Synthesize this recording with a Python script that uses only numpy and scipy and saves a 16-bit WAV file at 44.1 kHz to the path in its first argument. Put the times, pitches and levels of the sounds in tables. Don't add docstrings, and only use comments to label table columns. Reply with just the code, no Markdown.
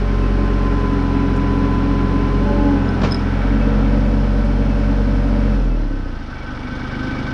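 import sys
import numpy as np
from scipy import signal
from scipy.fft import rfft, irfft, next_fast_len
from scipy.io import wavfile

SR = 44100
rng = np.random.default_rng(int(sys.argv[2]) if len(sys.argv) > 2 else 0)


def unload_audio(sound):
    columns = np.transpose(np.atleast_2d(sound))
    steps = np.round(np.clip(columns, -1, 1) * 32767)
    wavfile.write(sys.argv[1], SR, steps.astype(np.int16))


N = 323253


def from_db(db):
    return 10 ** (np.asarray(db) / 20)


def unit_rms(x):
    return x / np.sqrt(np.mean(x ** 2) + 1e-20)


def curve(rows):
    return np.interp(np.arange(N) / SR, *np.transpose(rows))


def gesture(start_s, attack_s, hold_s, release_s):
    corners_s = start_s + np.cumsum([0, attack_s, hold_s, release_s])
    return np.interp(np.arange(N) / SR, corners_s, [0, 1, 1, 0])


def state_db(part_db, state):
    return part_db[0] + np.array(part_db[1:]) @ state


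def drift(rate_hz):
    hop = 100
    pole = np.exp(-2 * np.pi * rate_hz * hop / SR)
    noise = rng.standard_normal(N // hop + 1002)
    slow = signal.lfilter([1], [1, -2 * pole, pole * pole], noise)[1000:]
    return np.interp(np.arange(N) / hop, np.arange(len(slow)), unit_rms(slow))


def tone(turns, flutter_db, wobble_turns):
    gain = from_db(flutter_db * drift(9))
    return unit_rms(gain * np.sin(2 * np.pi * (turns + wobble_turns * drift(7))))


def resonance(hz, centre_hz, width_hz):
    return 1 / np.sqrt(1 + (2 * (hz - centre_hz) / width_hz) ** 2)


def ring(force, hz, t60_s):
    r, w = from_db(-60 / (t60_s * SR)), 2 * np.pi * hz / SR
    return signal.lfilter([0, np.sin(w)], [1, -2 * r * np.cos(w), r * r], force + 1e-18)


def colour(force, spectrum, modes=()):
    size = next_fast_len(N)
    hz = np.arange(size // 2 + 1) * SR / size + 1
    points_hz, points_db = np.transpose(spectrum)
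    gain = from_db(np.interp(np.log(hz), np.log(points_hz), points_db))
    gain *= np.minimum(1, hz / points_hz[0]) ** 2 * np.minimum(1, points_hz[-1] / hz) ** 4
    for centre_hz, width_hz, lift_db in modes:
        gain *= 1 + (from_db(lift_db) - 1) * resonance(hz, centre_hz, width_hz) ** 2
    return unit_rms(irfft(rfft(force, size) * gain, size)[:N])


def impacts(firings, repeat, depth, decay, uneven_db, lag):
    points = 2800
    cycle = np.interp(firings / 3 % 1 * points, np.arange(points), rng.standard_normal(points))
    force = np.sqrt(repeat) * unit_rms(cycle) + np.sqrt(1 - repeat) * rng.standard_normal(N)
    turns = firings + 1 - lag
    strength = from_db(uneven_db * rng.standard_normal(size=1000))[turns.astype(int)]
    age = turns % 1 / decay
    return force * (1 + depth * strength * age * np.exp(1 - age))


def bursts(rows, spectrum):
    t, envelope = np.arange(N) / SR, np.zeros(N)
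    for start_s, db, decay_s in rows:
        age_s = np.maximum(t - start_s, 0)
        envelope += from_db(db) * (1 - np.exp(-age_s / 0.0022)) * np.exp(-age_s / decay_s)
    return envelope * colour(rng.standard_normal(N), spectrum)


def chatter(modes, taps_per_s):
    taps = rng.random(N) < taps_per_s / SR
    rings = sum(from_db(db) * ring(taps * rng.uniform(-1.12, 1, N), hz, t60_s)
                for hz, db, t60_s in modes)
    band = signal.butter(2, [1100, 3000], "band", fs=SR, output="sos")
    return unit_rms(signal.sosfilt(band, rings))


# start in seconds, level in dB, decay in seconds.
TICK_EVENTS = [(.79, -56, .01), (1.362, -48, 0.011), (2.678, -52, 0.0043), (4.443, -52, .014)]
# frequency in Hz, relative density in dB.
TICK_SPECTRUM = [(3000, -24), (6100, -1), (7500, -7), (10500, -13.5), (14000, -24)]


def ticks():
    return bursts(TICK_EVENTS, TICK_SPECTRUM)


# frequency in Hz, relative density in dB.
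HISS_SPECTRUM = [(5500, -1), (7000, -4), (8000, -7), (9100, -3), (10000, -9.5), (11000, -10.5),
                 (11800, -22), (14500, -20)]


def hiss(firings, idling, valves_db):
    force = impacts(firings, repeat=.3, depth=.45 + .4 * idling, decay=.15, uneven_db=2, lag=.6)
    return from_db(valves_db - 15 - idling) * colour(force, HISS_SPECTRUM)


# frequency in Hz, level in dB relative to the valve gear.
RINGING_TONES = [(2607, -9.5), (4070, -20), (6855, -33), (10220, -38)]


def ringing(valves_db):
    t = np.arange(N) / SR
    return sum(from_db(valves_db + db) * tone(hz * t, flutter_db=6, wobble_turns=.21)
               for hz, db in RINGING_TONES)


# frequency in Hz, relative level in dB, T60 in seconds.
SHEET_MODES = [(1257, -4, .11), (1320, -3.5, .08), (1522, 0, .13), (1542, -2, .1), (2920, -13, .03)]
PIN_MODES = [(1955, -7, .04), (2256, 2, .06), (2280, 0.5, .06), (2360, -7, .06)]
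SHEET_DB = (-46, -2.5, -2, 8.5, -7, 10.5)
PIN_DB = (-51, 0.5, 0, -5, -15, 0.5)


def loose_parts(firing_hz, state):
    rocking_db = 13.5 * resonance(firing_hz, centre_hz=23.9, width_hz=2.6)
    sheet = from_db(state_db(SHEET_DB, state)) * chatter(SHEET_MODES, taps_per_s=400)
    pin = from_db(state_db(PIN_DB, state) + rocking_db) * chatter(PIN_MODES, taps_per_s=97)
    return sheet + pin


# start in seconds, level in dB.
CLINK_EVENTS = [(2.888, -38), (3.110, -27), (3.120, -21), (3.144, -22.5), (3.163, -37), (3.192, -38)]
# frequency in Hz, relative level in dB, T60 in seconds.
STEEL_MODES = [(3330, -17, 0.081), (3890, -17, 0.06), (4930, -11, .03), (5020, -15, 0.12), (5150, 4, 0.033),
               (8650, -28, 0.061), (8970, -23.5, 0.049), (10500, -41, .06)]


def loader_clinks(contact_s):
    out, t = np.zeros(N), np.arange(SR // 2) / SR
    attack = 1 - np.exp(-(t / contact_s) ** 2)
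    for start_s, db in CLINK_EVENTS:
        at = int(start_s * SR)
        for hz, mode_db, t60_s in STEEL_MODES:
            strength = from_db(db + mode_db + rng.standard_normal())
            envelope = strength * attack * from_db(-60 * t / t60_s)
            out[at:at + len(t)] += envelope * np.sin(2 * np.pi * (hz * t + rng.random()))
    rubbing = 1 + .45 * drift(120)
    return out * rubbing


# start in seconds, level in dB, decay in seconds.
CLUNK_EVENTS = [(3.015, -14.5, 0.011), (3.033, -11.5, 0.015), (3.046, -23, 0.051), (3.07, -34, 0.16)]
# frequency in Hz, relative density in dB.
LOADER_SPECTRUM = [(25, 3), (120, 10.5), (250, 10), (600, 1.5), (1200, -5), (2200, -9), (3500, -15.5),
                   (5500, -19.5), (7000, -31.5), (10000, -54), (13000, -60)]


def loader_clunks():
    return bursts(CLUNK_EVENTS, LOADER_SPECTRUM)


# frequency in Hz, relative density in dB.
OIL_SPECTRUM = [(90, -22), (175, -5), (280, 9.5), (400, 14.5), (520, -34.5), (700, -28), (850, -1.5),
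                (1050, -5.5), (1300, -14), (2000, -10.5), (3000, -13.5), (4500, -55), (8000, -44)]
# multiple of the firing rate, level in dB at full load.
GEAR_OVERTONES = [(24.89, -47), (31.1, -52), (37.33, -52), (90.66, -59)]


def hydraulics(firings, load, lugging):
    rush = from_db(-29 - 8 * lugging) * colour(rng.standard_normal(N), OIL_SPECTRUM)
    singing = sum(from_db(db) * tone(multiple * firings, flutter_db=2, wobble_turns=.08)
                  for multiple, db in GEAR_OVERTONES)
    return np.sqrt(load) * rush + load ** 2 * singing


PUMP_DB = (-39, 14.5, 2.5, 1.5, 5, 4)
PUMP_OCTAVE_DB = (-35, -0.5, 1.5, 8.5, 3, -5)


def pump_whine(firings, firing_hz, state, per_firing):
    hz, turns = per_firing * firing_hz, per_firing * firings
    groan_db = 13 * gesture(2.52, .14, .04, .11)
    base = from_db(state_db(PUMP_DB, state) + groan_db) * tone(turns, flutter_db=1.8, wobble_turns=.05)
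    octave = from_db(state_db(PUMP_OCTAVE_DB, state)) * tone(2 * turns, flutter_db=1.3, wobble_turns=.06)
    return base * resonance(hz, 279.5, width_hz=8) + octave * resonance(2 * hz, 582, width_hz=12)


DRIVE_GEAR_DB = (-57, 6, 5, 18, -8, -8)
PUMP_GEAR_DB = (-54.5, 21, .5, -3.5, -9, -8)


def gear_whine(firings, state):
    drive = tone(18.68 * firings, flutter_db=1, wobble_turns=.09) * (1 + .4 * drift(30))
    pump = tone(22.665 * firings, flutter_db=1.2, wobble_turns=.05) * (1 + .2 * drift(30))
    return from_db(state_db(DRIVE_GEAR_DB, state)) * drive + from_db(state_db(PUMP_GEAR_DB, state)) * pump


FAN_DB = (-24, -1, -1.5, 2, -8.5, -23)


def fan(firings, state, boom_db, per_firing):
    load, turns = state[0], per_firing * firings
    hum = from_db(state_db(FAN_DB, state) + boom_db) * tone(turns, flutter_db=.8, wobble_turns=.015)
    octave = from_db(-32) * tone(2 * turns, flutter_db=1, wobble_turns=.025)
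    return hum + np.sqrt(load) * octave


def shudder(firings, firing_hz, coasting):
    strokes = np.diff(np.floor(firings + .3), prepend=0)
    pan = ring(strokes, hz=285, t60_s=.04) + from_db(-4) * ring(strokes, hz=240, t60_s=.035)
    return from_db(-26) * coasting * (firing_hz / GOVERNED_HZ) ** 2 * unit_rms(pan)


# frequency in Hz, relative density in dB.
KNOCK_SPECTRUM = [(100, -1), (125, 1), (165, -9), (200, -1), (248, 16.5), (310, 10.5), (400, 6),
                  (650, -1.5), (1000, 0), (1900, -4.5), (2550, -16), (3000, -6), (3600, -9), (4300, -14),
                  (5300, -12.5), (6500, -28.5)]


def idle_knock(firings, coasting, idling):
    force = impacts(firings, repeat=.5, depth=1.2, decay=.14, uneven_db=1.5, lag=.4)
    return idling * from_db(-32.5 - 12.5 * coasting) * colour(force, KNOCK_SPECTRUM)


# frequency in Hz, relative density in dB.
PANEL_SPECTRUM = [(20, -32.5), (35, -3), (70, -10), (170, -9.5), (250, -3.5), (310, -7.5), (360, -21),
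                  (470, -9), (600, -14), (800, -22), (1300, -31)]
BLOCK_SPECTRUM = [(300, -27.5), (600, 0.5), (850, 2), (1100, -4), (1400, -2), (1800, -1.5), (2600, -12),
                  (3500, -13.5), (5000, -31.5)]
VALVE_SPECTRUM = [(1500, -6.5), (2800, 5), (4000, -2.5), (4700, 0), (5400, 0), (6100, -7), (6800, -20.5),
                  (7600, -32.5)]
# centre in Hz, width in Hz, lift in dB.
PANEL_MODES = [(250, 78, 5.1), (284, 9.7, 7.6), (440, 99, 2.1), (554, 31, 4)]
BLOCK_MODES = [(864, 76, 4.7), (1043, 190, 3.4), (1070, 31, 2.2), (1333, 103, 7.8), (1518, 12, 12.4),
               (2390, 10, 1.4)]
VALVE_MODES = [(2870, 28, 2.2), (4220, 90, 5)]
PANELS_DB = (-23.3, -1.8, -.5, 1.5, -2.5, -13.5)
BLOCK_DB = (-34.5, 0.5, 3, 0, -4.5, -4.5)


def clatter(firings, state, boom_db, racing_db, valves_db):
    idling = state[-1]
    rattle = impacts(firings, repeat=.16, depth=.4 + 1.2 * idling, decay=.17, uneven_db=1, lag=.7)
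    knock = impacts(firings, repeat=.45, depth=.4 + .4 * idling, decay=.08, uneven_db=2, lag=0)
    tick = impacts(firings, repeat=.45, depth=.45 + .4 * idling, decay=.15, uneven_db=1.8, lag=.3)
    panels = from_db(state_db(PANELS_DB, state) + boom_db) * colour(rattle, PANEL_SPECTRUM, PANEL_MODES)
    block = from_db(state_db(BLOCK_DB, state) + racing_db) * colour(knock, BLOCK_SPECTRUM, BLOCK_MODES)
    valves = from_db(valves_db) * colour(tick, VALVE_SPECTRUM, VALVE_MODES)
    return panels + block + valves


# multiple of the four-stroke cycle rate, then level in dB working, running free, idling.
CHASSIS_ORDERS = [(4.02, -42, -47.5, -66), (7, -46.5, -54, -36), (8, -50, -47, -61), (10, -38, -39.5, -62),
                  (11.07, -47, -47.5, -65), (11.99, -30, -46.5, -36), (13.11, -35, -37.5, -49),
                  (14.96, -45, -31.5, -30.5), (15.96, -36, -46, -55), (17.18, -34, -40, -36),
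                  (17.85, -35.5, -30, -44), (19.4, -48.5, -43.5, -49), (21.34, -40, -44.5, -40),
                  (24.26, -43, -43.5, -38), (26.97, -47, -50.5, -34.5), (28.6, -43.5, -47, -61),
                  (30.3, -60, -39, -31), (32.24, -46, -50.5, -37.5), (36.57, -48.5, -45.5, -38.5),
                  (61.2, -49, -47, -44), (63, -60.5, -47.5, -54)]


def chassis_drone(firings, load, coasting, idling):
    out, cycles = np.zeros(N), (firings - .2) / 3
    for order, working_db, free_db, idle_db in CHASSIS_ORDERS:
        running_db = load * working_db + (1 - load) * free_db
        db = (1 - idling) * running_db + idling * idle_db
        phase = rng.random() * (order % 3 > 0)
        out += from_db(db) * tone(order * cycles + phase, flutter_db=1.2, wobble_turns=.02)
    return from_db(-13.5 * coasting) * out


EXHAUST_1_DB = (-15, 1.2, -7.5, -1, 2, -2)
EXHAUST_2_DB = (-26, 0.4, 2.5, 0, 3.5, -12.5)
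EXHAUST_3_DB = (-27.5, 0, 1, -2.5, -1, -5.5)


def exhaust(firings, firing_hz, state, boom_db, bass_edge_hz):
    *_, coasting, idling = state
    unfired = coasting * np.clip(1 - 1.5 * idling, 0, 1)
    first = from_db(state_db(EXHAUST_1_DB, state)) / np.sqrt(1 + (bass_edge_hz / firing_hz) ** 8)
    second = from_db(state_db(EXHAUST_2_DB, state) - 33 * unfired)
    third = from_db(state_db(EXHAUST_3_DB, state) + boom_db)
    return -sum(gain * tone(k * firings, flutter_db=.3 + .15 * k, wobble_turns=.005 * k)
                for k, gain in enumerate((first, second, third), 1))


# time in seconds, firing rate in Hz.
FIRING_RATE = [(0.0, 45.81), (0.58, 45.65), (0.97, 44.42), (1.35, 44.27), (2.25, 44.88), (2.6, 45.95),
               (2.8, 44.35), (3.0, 43.18), (3.2, 43.34), (3.52, 46.63), (4.5, 46.51), (5.53, 46.54),
               (5.8, 38.21), (6.0, 32.34), (6.25, 25.69), (6.4, 24.01), (6.85, 25.17), (7.33, 25.64)]
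GOVERNED_HZ, DROOP_HZ, SHAKY_HZ, IDLE_HZ = 46.55, 3.4, 42, 26


def engine_state(fuel_cut_s):
    firing_hz = curve(FIRING_RATE)
    throttle_open = np.arange(N) / SR < fuel_cut_s
    load = gesture(-0.76, 1.42, 1.91, 1.02)
    lugging = np.clip((GOVERNED_HZ - firing_hz) / DROOP_HZ, 0, 1) * throttle_open
    straining = gesture(2.39, .095, .21, .37)
    coasting = gesture(fuel_cut_s, .17, .36, .99)
    idling = np.clip((SHAKY_HZ - firing_hz) / (SHAKY_HZ - IDLE_HZ), 0, 1)
    return firing_hz, np.array([load, lugging, straining, coasting, idling])


# time in seconds, gain in dB.
BODY_BOOM = [(0, -3.5), (.3, -2.8), (1.3, -0.5), (3.0, 0), (3.25, -3), (3.75, 2), (4.3, -0.5), (5.5, -0.5)]
VALVES_DB = (-45.5, 0.5, -0.5, 0, -4, -4)


def scene():
    firing_hz, state = engine_state(fuel_cut_s=5.53)
    load, lugging, _, coasting, idling = state
    firings = np.cumsum(firing_hz) / SR
    boom_db, valves_db = curve(BODY_BOOM), state_db(VALVES_DB, state)
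    racing_db = 3.5 * gesture(3.23, .21, .29, .43)
    mix = ticks() + hiss(firings, idling, valves_db) + ringing(valves_db)
    mix += from_db(racing_db) * loose_parts(firing_hz, state)
    mix += loader_clinks(contact_s=.0014) + loader_clunks() + hydraulics(firings, load, lugging)
    mix += pump_whine(firings, firing_hz, state, per_firing=6.295) + gear_whine(firings, state)
    mix += fan(firings, state, boom_db, per_firing=4.577)
    mix += shudder(firings, firing_hz, coasting) + idle_knock(firings, coasting, idling)
    mix += clatter(firings, state, boom_db, racing_db, valves_db)
    mix += from_db(boom_db) * chassis_drone(firings, load, coasting, idling)
    mix += exhaust(firings, firing_hz, state, boom_db, bass_edge_hz=39.8)
    return mix[None]


def record(dry):
    return signal.sosfilt(signal.cheby2(12, 70, 14900, fs=SR, output="sos"), dry)


dry = scene()
out = record(dry)
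unload_audio(out)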